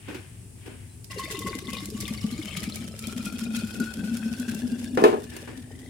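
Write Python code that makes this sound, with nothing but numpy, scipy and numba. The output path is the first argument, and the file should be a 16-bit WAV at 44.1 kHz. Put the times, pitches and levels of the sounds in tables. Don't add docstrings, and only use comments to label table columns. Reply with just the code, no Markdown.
import sys
import numpy as np
from scipy import signal
from scipy.fft import rfft, irfft, next_fast_len
from scipy.io import wavfile
from scipy.ndimage import uniform_filter1d
from numba import njit

SR = 44100
rng = np.random.default_rng(int(sys.argv[2]) if len(sys.argv) > 2 else 0)


def to_wav(s):
    ch = np.atleast_2d(s).T
    pcm = np.round(np.clip(ch, -1, 1) * 32767)
    wavfile.write(sys.argv[1], SR, pcm.astype(np.int16))


N = 259749



def amp(db):
    return 10 ** (np.asarray(db) / 20)


def unit(x):
    return x / np.sqrt(np.mean(x ** 2) + 1e-20)


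def even(x, span):
    power = uniform_filter1d(np.mean(x ** 2, axis=0), int(span * SR) + 1)
    return x / np.sqrt(np.abs(power) + 1e-14)


def in_time(rows):
    s, *columns = np.transpose(rows)
    return [np.interp(np.arange(N) / SR, s, c) for c in columns]


def pan(db):
    return amp(np.array([[db], [-db]]) / 2)


def add(out, s, sound):
    at = int(s * SR)
    out[:, at:at + sound.shape[-1]] += sound[..., :N - at]


def fade(t, t60):
    return np.exp(-np.log(1000) * t / t60)


def cut(x, hz, kind, order=2):
    sections = signal.butter(order, min(hz, SR / 2 - 1), kind, fs=SR, output="sos")
    return signal.sosfilt(sections, x + 1e-18)


def colour(x, spectrum):
    size = 8192
    hz, db = np.transpose(spectrum)
    log_hz = np.log(np.maximum(np.fft.rfftfreq(size, 1 / SR), 1))
    below = np.minimum(log_hz - np.log(hz[0]), 0)
    gain = amp(np.interp(log_hz, np.log(hz), db)) * np.exp(2 * below)
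    cepstrum = irfft(np.log(gain))
    cepstrum[1:size // 2] *= 2
    cepstrum[size // 2 + 1:] = 0
    response = irfft(np.exp(rfft(cepstrum)))
    return signal.fftconvolve(x, response[None] / np.linalg.norm(response))[:, :x.shape[-1]]


def noise(alike, size=N):
    share = np.clip(alike, 0, 1)
    common = rng.standard_normal(size)
    return np.sqrt(share) * common + np.sqrt(1 - share) * rng.standard_normal((2, size))


def drift(rate):
    knots = rng.standard_normal(4096)
    return np.interp(np.arange(N) / SR * rate, np.arange(len(knots)), knots)


def grains(per_s, spread_db):
    sizes = amp(spread_db * np.minimum(rng.exponential(1, N), 4)) * rng.choice([-1, 1], N)
    return sizes * (rng.random(N) < per_s / SR)


@njit
def resonate(x, hz, width, sr):
    y, r = np.zeros_like(x), np.exp(-np.pi * width / sr)
    for i in range(2, x.shape[1]):
        a = 2 * r * np.cos(2 * np.pi * hz[i] / sr)
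        for c in range(2):
            y[c, i] = x[c, i] - x[c, i - 2] + a * y[c, i - 1] - r * r * y[c, i - 2]
    return y


def bubble_cloud(low_hz, high_hz, per_s, cycles, spread_db, count=20):
    clicks = grains(per_s, spread_db)
    dealt = rng.integers(0, count, N)
    out = np.zeros((2, N))
    clicks = clicks * noise(alike=0.73)
    for k, hz in enumerate(np.geomspace(low_hz, high_hz, count)):
        r, w = fade(1 / SR, cycles / hz), 2 * np.pi * hz / SR
        struck = clicks * (dealt == k) + 1e-18
        out += hz * signal.lfilter([1], [1, -2 * r * np.cos(w), r * r], struck)
    return unit(np.diff(out, prepend=0))


def bubbles(rows, swell_s, t60, rise, longer=0, slower=0):
    out, t = np.zeros((2, N)), np.arange(SR // 4) / SR
    for s, db, hz in rows:
        poured = s - POUR_START_S
        swell = 1 - np.exp(-(t / (swell_s + slower * poured)) ** 2)
        shape = swell * fade(t, t60 + longer * poured)
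        add(out, s, amp(db) * shape / shape.max() * np.sin(2 * np.pi * hz * t * (1 + rise * t)))
    return out


POUR_START_S, POUR_ATTACK_S = 1.098, 0.0038


def poured_s():
    return np.maximum(np.arange(N) / SR - POUR_START_S, 0)


DEEP_S, DEEPENS_S = 2.4, 0.27


def depth():
    return np.clip((np.arange(N) / SR - DEEP_S) / DEEPENS_S, 0, 1)


USUAL_FLOW_DB = -46.5


def follow(flow_db, db, share):
    return amp(db + share * (flow_db - USUAL_FLOW_DB))


# t/s, level/dB
STREAM_STRENGTH = [(1.1, -52), (1.24, -44), (1.43, -55), (1.52, -57), (1.64, -55.5), (1.8, -55),
                   (1.92, -54), (2.05, -48.5), (2.22, -52), (2.5, -46.5), (2.78, -49.5), (2.91, -55),
                   (3.1, -50), (3.6, -48.5), (4.3, -53.5), (4.44, -50), (4.8, -55), (5.35, -58), (5.7, -65)]
# t/s, splash level/dB, t60/s
STREAM_GUSHES = [(1.107, -38.5, 0.12), (1.179, -38.5, 0.19), (1.301, -41, 1), (1.469, -38.5, 0.25),
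                 (1.531, -41.5, 0.2), (1.585, -45, 0.1), (1.675, -39, 0.11), (1.731, -36.5, 0.1),
                 (1.765, -39, 0.29), (2.0, -43, 0.26), (2.079, -46.5, 0.95), (2.238, -42.5, .12),
                 (2.323, -42, 0.11), (2.568, -29.5, 0.064), (2.63, -38.5, 0.17), (2.674, -51, 0.18),
                 (3.039, -37, 0.1), (3.16, -50, 0.12), (3.255, -41, 0.16), (3.44, -48, 0.32),
                 (3.533, -40.5, 0.46), (3.8, -47, 0.5), (4.23, -58, 0.076), (4.48, -42, 0.24)]


def gushes():
    t = np.arange(SR // 2) / SR
    power = amp(in_time(STREAM_STRENGTH)[0] + 1.9 * drift(rate=28))[None] ** 2
    for s, db, t60 in STREAM_GUSHES:
        swell = 1 - np.exp(-t / 0.002)
        add(power, s, (amp(db) * swell * fade(t, t60)) ** 2)
    return 10 * np.log10(power[0])


def strays(count, until_s, db, spread_db, low_hz=1, high_hz=1):
    when, strength, size = rng.random((count, 3)).T
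    s = POUR_START_S + when * (min(until_s, POT_KNOCKS[0][0]) - POUR_START_S)
    flow_db = np.interp(s, *np.transpose(STREAM_STRENGTH))
    level_db = db + 0.46 * (flow_db - USUAL_FLOW_DB) - spread_db * strength
    return np.transpose([s, level_db, low_hz * (high_hz / low_hz) ** size])


# t/s, f/Hz
AIR_PITCH = [(1.1, 1066), (1.5, 1090), (2.0, 1141), (2.5, 1218), (3.0, 1335), (3.4, 1421), (3.8, 1456),
             (4.4, 1517), (5.0, 1694), (5.5, 1720), (5.89, 1980)]
# t/s, level/dB
AIR_RING = [(1.2, -5.5), (1.75, -3), (2.85, -10), (3.1, -1), (3.6, -2.5), (3.87, 2.5), (4.4, 2.5),
            (4.8, -4), (5.89, 5.5)]
# f/Hz, width/Hz, level/dB, power with which they follow the fill
UPPER_RESONANCES = [(2032, 71, 10, 0.79), (2830, 80, 6, 0.502), (3620, 61, 2, 0.54), (4900, 150, -2, 0.44),
                    (6820, 80, 0.5, 0.15)]
FROTH_S, FROTH_RISE_S = 4.16, 0.45
UPPER_FLICKER_DB, UPPER_DEEP_FLICKER_DB = 9, 5.5
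SLOSH_DEEP, UPPER_SLOSH = 0.0077, 0.013


def air_column(flow_db):
    fill_hz, = in_time(AIR_PITCH)
    ring_db = flow_db + in_time(AIR_RING)[0]
    impacts = unit(grains(per_s=230, spread_db=4))
    drive = (impacts + .5 * noise(alike=0.073)) * amp(1.5 * drift(rate=45))
    sloshed_hz = fill_hz * (1 + (0.017 + SLOSH_DEEP * depth()) * drift(rate=130))
    frothed_hz = fill_hz * (1 + 0.034 * drift(rate=120))
    froth = np.clip((np.arange(N) / SR - FROTH_S) / FROTH_RISE_S, 0, 1)
    clear = unit(resonate(drive, sloshed_hz, 25.5, SR))
    blurred = unit(resonate(drive, frothed_hz, 55.0, SR))
    second = even((1 - froth) * clear + froth * blurred, span=0.12)
    upper = 0
    flicker_db = UPPER_FLICKER_DB + (UPPER_DEEP_FLICKER_DB - UPPER_FLICKER_DB) * depth()
    for hz, width, db, power in UPPER_RESONANCES:
        own_drive = drive * amp(flicker_db * drift(rate=60))
        shake = (UPPER_SLOSH * depth() + 0.014 * froth) * drift(rate=130)
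        moving_hz = hz * (fill_hz / AIR_PITCH[1][1]) ** power * (1 + shake)
        upper = upper + amp(db) * unit(resonate(own_drive, moving_hz, float(width), SR))
    upper_gain = amp(flow_db - 6.5 + 0.5 * froth)
    return second * amp(ring_db) * pan(db=4.0) + even(upper, span=0.064) * upper_gain * pan(db=15.5)


# t/s, second-resonance level/dB, third-resonance level/dB
WATER_SLUGS = [(1.1064, -47, -40.5), (1.191, -28.5, -48), (1.232, -43, -35), (1.344, -35.5, -36.5),
               (1.416, -36.5, -38), (1.461, -29, -35.5), (1.528, -40.5, -37.5), (1.68, -41, -37),
               (1.7299, -42, -58), (3.265, -35.5, -42), (3.577, -40, -56), (3.799, -31, -57),
               (3.824, -34, -59), (3.867, -34, -55)]


def plops():
    s, second_db, third_db = np.transpose(WATER_SLUGS)
    second_hz = np.interp(s, *np.transpose(AIR_PITCH))
    early_hz, _, _, power = UPPER_RESONANCES[0]
    third_hz = early_hz * (second_hz / AIR_PITCH[1][1]) ** power
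    second = bubbles(zip(s, second_db, second_hz), swell_s=0.0036, t60=0.12, rise=0.073)
    third = bubbles(zip(s, third_db, third_hz), swell_s=0.004, t60=0.12, rise=0.033)
    return (second + third) * amp(0.5) * pan(db=3.0)


# f/Hz, level/dB
SPRAY_COLOUR = [(1600, 0), (2500, 0.5), (3500, 3.5), (4400, -2.5), (5400, 0.5), (6200, -0.5), (9800, -0.5),
                (12000, -5.5), (16000, -13.5)]
SPRAY_DB, SPRAY_FOLLOWS = -44, 0.78
SPRAY_RISE_DB_PER_S = .5


def spray(flow_db):
    ticks = unit(grains(per_s=1800, spread_db=6.0) * noise(alike=0.0066))
    crackle = (ticks + noise(alike=0.033)) * amp(6.8 * drift(rate=83))
    fizz = bubble_cloud(3960, 12300, per_s=1200, cycles=110, spread_db=2.5, count=40)
    blips = bubble_cloud(2320, 5350, per_s=2200, cycles=130, spread_db=6.5, count=30)
    mist = even(colour(crackle + 0.16 * fizz, SPRAY_COLOUR), span=0.18)
    mist = mist * follow(flow_db, SPRAY_DB + SPRAY_RISE_DB_PER_S * poured_s(), SPRAY_FOLLOWS)
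    blip_gain = amp(flow_db - 3.0 - 0.5 * depth())
    return mist * pan(db=-2.4) + even(blips, span=0.26) * blip_gain * pan(db=-1.5)


# f/Hz, level/dB
BURBLE_COLOUR = [(290, 1.5), (450, -4), (620, -9.5), (850, -21), (1300, -23.5), (2000, -13.5), (3000, -33),
                 (16000, -113)]
BURBLE_DB, BURBLE_FOLLOWS = -51, 0.33
BOTTOM_DB, BOTTOM_S = -2.5, 0.93
RUMBLE_DB, RUMBLE_FOLLOWS = -41.5, 0.4
RUMBLE_FULL_S, RUMBLE_SINK_DB_PER_S = 2, 4.5
HUM_DB, HUM_FULL_S, HUM_SWELL_DB_PER_S = -36.5, 3.82, 5
HUM_END_S, HUM_FALL_DB_PER_S = 4.77, 13
JOLT_DB, JOLT_T60_S = -25.5, 0.29


def churn(flow_db):
    t, (fill_hz,) = np.arange(N) / SR, in_time(AIR_PITCH)
    swell_db = HUM_SWELL_DB_PER_S * np.maximum(HUM_FULL_S - t, 0)
    fall_db = HUM_FALL_DB_PER_S * np.maximum(t - HUM_END_S, 0)
    hum_db = HUM_DB - swell_db - fall_db
    since_knock = t - POT_KNOCKS[0][0]
    jolt = amp(JOLT_DB) * (since_knock > 0) * fade(np.abs(since_knock), JOLT_T60_S)
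    neck_hz = 200 * (fill_hz / AIR_PITCH[1][1]) ** 0.443 * (1 + 0.021 * drift(rate=20))
    neck = cut(resonate(noise(alike=0.95), neck_hz, 10.8, SR), 330, "low")
    hum = even(neck, span=0.12) * (amp(hum_db + 5 * drift(rate=17)) + jolt)
    cloud = bubble_cloud(285.0, 1460, per_s=800, cycles=8.9, spread_db=5.0)
    bottom_db = BOTTOM_DB * np.exp(-(poured_s() / BOTTOM_S) ** 2)
    burble = even(colour(cloud + .5 * noise(alike=0.14), BURBLE_COLOUR), span=0.176)
    burble = burble * follow(flow_db, BURBLE_DB + bottom_db, BURBLE_FOLLOWS)
    low_ring = unit(resonate(noise(alike=1.0), np.full(N, 107.5), 3.8, SR))
    low_noise = unit(cut(cut(noise(alike=1.0), 122, "high"), 101.4, "low", order=4))
    low = low_noise + amp(-2.5) * cut(low_ring, 164, "low")
    rumble_db = RUMBLE_DB - RUMBLE_SINK_DB_PER_S * np.abs(t - RUMBLE_FULL_S)
    rumble = unit(low) * follow(flow_db, rumble_db, RUMBLE_FOLLOWS)
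    return (hum + burble + rumble) * pan(db=3.5)


# t/s, level/dB, starting f/Hz
LARGE_BUBBLES = [(1.172, -27, 407), (1.238, -32.5, 321), (1.26, -42, 510), (1.324, -33.5, 446),
                 (1.342, -27.5, 390), (1.444, -25.5, 219), (1.45, -27.5, 366), (1.459, -24, 203),
                 (1.483, -33, 432), (1.275, -39.5, 630), (1.47, -38, 550), (1.505, -28.5, 356),
                 (1.544, -33, 320), (1.552, -26, 258), (1.68, -24, 234), (1.822, -29.5, 291),
                 (1.919, -33.5, 426), (1.946, -23.5, 227), (2.106, -19.5, 221), (2.235, -39, 342),
                 (2.24, -14, 211), (2.321, -21.5, 231), (2.385, -29.5, 290), (2.569, -24.5, 172),
                 (2.627, -28, 216), (2.667, -38, 298), (2.671, -19.5, 216), (2.806, -26.5, 229),
                 (2.839, -24.5, 221), (3.07, -23, 227), (3.159, -20, 224.3), (3.191, -23.5, 219),
                 (3.262, -19.5, 218.6), (3.334, -23, 232), (3.416, -24, 223), (3.447, -24, 228),
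                 (3.535, -20.5, 227), (3.564, -20, 222), (3.631, -19.5, 219), (3.777, -22.5, 222),
                 (3.794, -33.5, 394), (3.801, -14.5, 223.6), (3.969, -25, 224), (4.033, -18, 215.6),
                 (4.076, -24, 228), (4.11, -18.5, 231), (4.132, -19.5, 229), (4.197, -23, 220.4),
                 (4.252, -18, 226.8), (4.307, -22.5, 221), (4.391, -18, 237), (4.477, -20, 226.6),
                 (4.548, -22, 217.5), (4.716, -20.5, 234), (4.928, -23, 249)]


def gulps():
    stray = strays(count=8, until_s=2.9, db=-26, spread_db=11.0, low_hz=172.0, high_hz=320)
    smaller = strays(count=10, until_s=2.2, db=-32, spread_db=1, low_hz=290, high_hz=519)
    rows = np.vstack([LARGE_BUBBLES, stray, smaller])
    ringing = bubbles(rows, swell_s=0.0026, t60=0.056, rise=0.19, longer=0.018, slower=0.0022)
    return ringing * amp(-2.0) * pan(db=4.0)


def glugs():
    gain, t = np.zeros((1, N)), np.arange(SR // 4) / SR
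    for s, db, _ in LARGE_BUBBLES:
        add(gain, s, amp(db - 25.5) * (1 - np.exp(-t / 0.0047)) * fade(t, t60=0.12))
    dull = unit(cut(cut(noise(alike=1.0), 210, "high"), 500, "low", order=4))
    return gain * dull * pan(db=3.0)


GURGLE_DB, GURGLE_S, GURGLE_SPAN_S = -58.5, 3.93, 2.05


def gurgle():
    cloud = bubble_cloud(380, 835, per_s=350, cycles=25, spread_db=5)
    swell = np.exp(-((np.arange(N) / SR - GURGLE_S) / GURGLE_SPAN_S) ** 2)
    return even(cut(cloud, 400, "low", order=1), span=0.315) * amp(GURGLE_DB) * swell * pan(db=0.0)


# t/s, level/dB, left minus right level/dB
SLAPPING_DROPS = [(1.043, -31.5, -5), (1.1814, -45, 4), (1.3907, -22, 2), (1.5514, -26.5, 1),
                  (1.732, -24.5, 0.0), (1.856, -23.5, -2), (1.9015, -27.5, 0), (2.003, -24, 2),
                  (2.008, -22.5, -6), (2.0785, -25, -3), (2.426, -38, -2), (2.5711, -24, 0),
                  (2.6314, -26.5, -2), (2.7569, -22.5, -2), (2.991, -25, -2), (3.0694, -23, 0),
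                  (3.2555, -22.5, -2), (3.325, -31, 4), (3.5663, -23.5, -2), (3.7996, -24.5, -4),
                  (4.1688, -27.5, -8), (4.3974, -25.5, -2), (4.5463, -25, 1), (5.3647, -28.5, -3)]


def drops(t60, gain_db, spatter_db, spatter_t60):
    out, t = np.zeros((2, N)), np.arange(SR // 8) / SR
    stray = strays(count=10, until_s=2.1, db=-31.0, spread_db=14)
    rows = list(SLAPPING_DROPS) + [(s, db, 0) for s, db, _ in stray]
    for s, db, side_db in rows:
        decay = fade(t, t60) + amp(spatter_db) * fade(t, spatter_t60)
        shape = (1 - np.exp(-t / 0.0007)) * decay
        add(out, s, amp(db + gain_db) * pan(side_db) * noise(alike=0.11, size=len(t)) * shape)
    return colour(out, [(2200, 2.0), (4000, 7.0), (7000, 10.0), (11000, 9.0), (16000, -3.0)])


# t/s, level/dB, starting f/Hz
SMALL_BUBBLES = [(1.1303, -26, 2000), (1.2261, -29, 2000), (1.2555, -22, 2130), (1.4691, -25, 2100),
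                 (1.471, -29, 1500), (1.5299, -23.5, 2160), (1.531, -30, 1520), (1.6711, -24.5, 3590),
                 (1.73, -23.5, 3100), (1.7694, -20, 3750), (2.0547, -19, 3540), (2.079, -26, 2030),
                 (2.1765, -24, 4530), (2.4245, -25, 3410), (2.4823, -21.5, 3070), (2.5112, -25, 2720),
                 (2.5511, -20.5, 2170), (2.6304, -26, 2010), (2.7222, -21, 4160), (3.0395, -27, 2490),
                 (3.5668, -26, 2600), (4.23, -26, 1570), (4.2313, -31, 2500)]


def plinks(pitch_spread, lag_s, follower_db):
    stray = strays(count=22, until_s=1.9, db=-32.0, spread_db=12, low_hz=2170, high_hz=4470)
    rows = [np.vstack([SMALL_BUBBLES, stray])]
    s, db, hz = rows[0].T
    for _ in range(6):
        wait, size = rng.random((len(s), 2)).T
        near_hz = hz * np.exp(pitch_spread * (2 * size - 1))
        rows.append(np.transpose([s + lag_s * wait, db + follower_db, near_hz]))
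    return bubbles(np.vstack(rows), swell_s=0.00012, t60=0.023, rise=0.14) * amp(-8.0) * pan(db=6.0)


# t/s, length/s, upper limit of level/dB, central starting f/Hz
BUBBLE_BURSTS = [(1.308, 0.08, -31.5, 3020), (1.72, 0.041, -30.5, 3100), (1.759, 0.045, -31, 3920),
                 (2.001, .015, -33, 4560), (2.047, .045, -32, 2890), (2.437, 0.048, -34, 2600),
                 (2.502, .035, -32, 2850), (2.557, .03, -29.5, 3320), (2.624, 0.021, -35, 2800)]


def bursts(pitch_spread, spread_db, count):
    rows = []
    for s, length, db, hz in BUBBLE_BURSTS:
        when, strength, size = rng.random((count, 3)).T
        near_hz = hz * np.exp(pitch_spread * (2 * size - 1))
        rows += zip(s + length * when, db - spread_db * strength, near_hz)
    return bubbles(rows, swell_s=0.0008, t60=0.048, rise=0.08) * amp(-7.5) * pan(db=5.5)


def chirps():
    rows = strays(count=50, until_s=4.6, db=-39, spread_db=9, low_hz=4100, high_hz=9000)
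    return bubbles(rows, swell_s=0.0006, t60=0.024, rise=0.69) * pan(db=-8.0)


# t/s, level/dB, contact brightness f/Hz, time in contact/s, rattle level/dB
POT_KNOCKS = [(4.9732, -23, 2400, 0.016, 8), (4.998, -26, 700, 0.015, -7), (5.0217, -7.5, 160, 0.013, -18),
              (5.0388, -7.5, 6300, 0.028, -3.5), (5.088, -25, 900, 0.016, -31),
              (5.127, -21, 700, 0.0257, 2), (5.183, -21, 120, 0.01, -20)]
POT_PITCHES = [229, 280, 357, 426, 473, 639, 746, 879, 1028, 1743, 2500, 2702]
# level/dB, t60/s
POT_RINGING = [(-15, 0.2), (-10, 0.22), (-1, 0.3), (3.5, 0.52), (-7.5, 0.31), (-9, 0.32), (-14.5, 0.26),
               (-22, 0.25), (-5, 0.25), (-5, 0.05), (-21, 0.36), (-33, 0.18)]
# f/Hz, level/dB
RATTLE_COLOUR = [(230, -9), (420, -2), (600, -9.5), (1000, -11), (1300, -13), (1750, -17.5), (2100, -20),
                 (2600, -17), (3500, -24.5), (6000, -30), (10000, -28), (16000, -32)]
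# f/Hz, level/dB
CRACK_COLOUR = [(900, -12), (1750, -1.5), (2500, -27), (4000, -4), (8000, -10), (16000, -5)]


def knocks(clatter_t60, release_db, release_s):
    out, t = np.zeros((2, N)), np.arange(SR // 2) / SR
    for s, db, bright_hz, contact_s, rattle_db in POT_KNOCKS:
        modes = sum(amp(level) * np.sin(2 * np.pi * hz * t) * fade(t, t60)
                    for hz, (level, t60) in zip(POT_PITCHES, POT_RINGING))
        pressed = amp(release_db * np.clip((t - contact_s) / release_s, 0, 1))
        rattle = colour(noise(alike=0.26, size=len(t)) * fade(t, clatter_t60), RATTLE_COLOUR)
        crack = colour(noise(alike=0.15, size=len(t)) * fade(t, t60=0.028), CRACK_COLOUR)
        blow = modes * pressed + amp(rattle_db - 2.5) * (rattle + amp(-0.5) * crack)
        add(out, s, amp(db) * cut(blow, bright_hz, "low", order=1))
    out = cut(out, 195, "high", order=6)
    left = np.interp(np.arange(N) - 0.000467 * SR, np.arange(N), out[0])
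    return np.array([left, out[1]]) * pan(db=2.5)


# t/s, level/dB, t60/s, swell/s, brightness f/Hz
POT_SCUFFS = [(0.078, -30.5, 0.23, 0.013, 2400), (0.141, -40, 0.32, 0.0021, 6000),
              (0.659, -43, 0.11, 0.002, 9000), (0.664, -33.5, 0.32, 0.05, 1090),
              (5.307, -41, 0.56, 0.024, 6000), (5.365, -36, 0.046, 0.00079, 12000),
              (5.474, -36.5, 0.29, 0.0013, 1730)]
# f/Hz, level/dB
SCUFF_COLOUR = [(220, 0), (370, 3.5), (650, -13.5), (950, -11.5), (1300, -13), (1600, -6), (1950, -11.5),
                (2600, -7), (3500, -15.5), (7000, -18), (16000, -17)]
SWISH_DB, SWISH_RISE_S, SWISH_T60_S = -19, 0.52, 1.6


def scuffs():
    out, t = np.zeros((2, N)), np.arange(SR // 2) / SR
    swish_gain = 0
    for s, db, t60, swell_s, bright_hz in POT_SCUFFS:
        rub = noise(alike=0.24, size=len(t)) * (1 - np.exp(-t / swell_s)) * fade(t, t60)
        add(out, s, amp(db) * cut(rub, bright_hz, "low", order=1))
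        since = np.arange(N) / SR - s
        swell = fade(np.abs(since), np.where(since < 0, SWISH_RISE_S, SWISH_T60_S))
        swish_gain = np.maximum(swish_gain, amp(db + SWISH_DB) * swell)
    broad = resonate(noise(alike=0.094), np.full(N, 2490.0), 2900.0, SR)
    swish = unit(cut(broad, 3430, "low", order=4))
    gritty = out * amp(1.53 * drift(rate=190))
    return colour(gritty, SCUFF_COLOUR) * amp(5.0) + swish * swish_gain


# t/s, level/dB, brightness f/Hz
POT_TAPS = [(0.0856, -36, 2500), (0.146, -36, 4000), (0.658, -46.5, 4000), (0.676, -32.5, 500)]


def taps(t60):
    out, t = np.zeros((2, N)), np.arange(SR // 8) / SR
    for s, db, bright_hz in POT_TAPS:
        contact = noise(alike=0.11, size=len(t)) * fade(t, t60)
        add(out, s, amp(db) * cut(contact, bright_hz, "low", order=1))
    return colour(out, SCUFF_COLOUR) * amp(4.5)


# t/s, level/dB, length/s, f/Hz
RIM_SQUEAKS = [(.875, -62, .085, 4020)]


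def squeak():
    out = np.zeros((2, N))
    for s, db, length, hz in RIM_SQUEAKS:
        t = np.arange(int(length * SR)) / SR
        add(out, s, amp(db) * np.sin(np.pi * t / length) * np.sin(2 * np.pi * hz * t))
    return out


def kitchen(x, t60, wall_hz):
    t = np.arange(SR) / SR
    late = t > .004
    tail = cut(noise(alike=0.71, size=SR) * fade(t, t60) * late, wall_hz, "low", order=1)
    return signal.fftconvolve(x, unit(tail) / np.sqrt(SR), axes=1)[:, :N]


# f/Hz, level/dB
FLOOR_COLOUR = [(15, -42), (25, -32), (102, -2), (153, -15.5), (200, -16), (249, -14), (277, -23),
                (416, -22), (463, -31.5), (3620, -50.5), (3920, -57), (4250, -51), (9070, -35),
                (10700, -73), (16000, -111)]
# f/Hz, level/dB
HISS_COLOUR = [(5000, -6), (6800, -7), (7800, 1), (9800, 3.5), (11000, -7.5), (16000, -13.5)]
# t/s, level/dB
HISS_STRENGTH = [(5.1, -54), (5.6, -56.5)]
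FLOOR_DB = -45


def background():
    air = cut(noise(alike=1.0), 260, "low") * pan(db=4.5) + cut(noise(alike=0.086), 286, "high")
    hiss = amp(in_time(HISS_STRENGTH)[0]) * colour(noise(alike=0.024), HISS_COLOUR)
    return amp(FLOOR_DB) * colour(air, FLOOR_COLOUR) + hiss


# f/Hz, left level/dB, right level/dB
MICROPHONE_COLOUR = [(500, -0.5, 0), (810, 3, -0.5), (1080, -2, 1), (1240, -1.5, -5.5), (1460, 1.5, -3),
                     (1850, 2, -5), (2400, 1.5, -3.5), (3100, 1, -7.5), (4300, -1, -2), (5430, -3, 0.5),
                     (6300, -2, -2.5), (6600, 1, -5), (8400, -3, -1), (11500, -0.5, -1.5), (15500, 0.5, -3)]
DIP_HZ, DIP_WIDTH_HZ, DIP_DEPTH = 3945, 104, 0.43


def microphones(x):
    hz, *sides = np.transpose(MICROPHONE_COLOUR)
    size = next_fast_len(N + SR // 10)
    gain = amp([np.interp(np.fft.rfftfreq(size, 1 / SR), hz, db) for db in sides])
    x = irfft(rfft(x, size) * gain, size)[:, :N]
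    peak = signal.lfilter(*signal.iirpeak(DIP_HZ, DIP_HZ / DIP_WIDTH_HZ, fs=SR), x)
    return x - np.clip(DIP_DEPTH, 0, 1) * peak


def scene():
    flow_db = gushes()
    pouring = np.minimum(poured_s() / POUR_ATTACK_S, 1)
    water = pouring * (air_column(flow_db) + spray(flow_db) + churn(flow_db) + gurgle())
    water += plops() + gulps() + glugs() + chirps()
    water += bursts(pitch_spread=0.249, spread_db=11.5, count=12)
    water += plinks(pitch_spread=0.22, lag_s=0.019, follower_db=-15.5)
    water += drops(t60=0.018, gain_db=-2.0, spatter_db=-20.5, spatter_t60=0.28)
    pot = knocks(clatter_t60=0.23, release_db=-21.0, release_s=0.0055)
    pot += scuffs() + taps(t60=0.048) + squeak()
    room = amp(-14.0) * kitchen(water, t60=0.22, wall_hz=7100)
    room += amp(-17.0) * kitchen(pot, t60=0.29, wall_hz=4160)
    return water + pot + room + background()


def record(dry):
    rounded = .85 * np.tanh(microphones(dry) / .85)
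    steep = signal.ellip(10, .1, 90, 16300, fs=SR, output="sos")
    return signal.sosfilt(steep, rounded)


dry = scene()
out = record(dry)
to_wav(out)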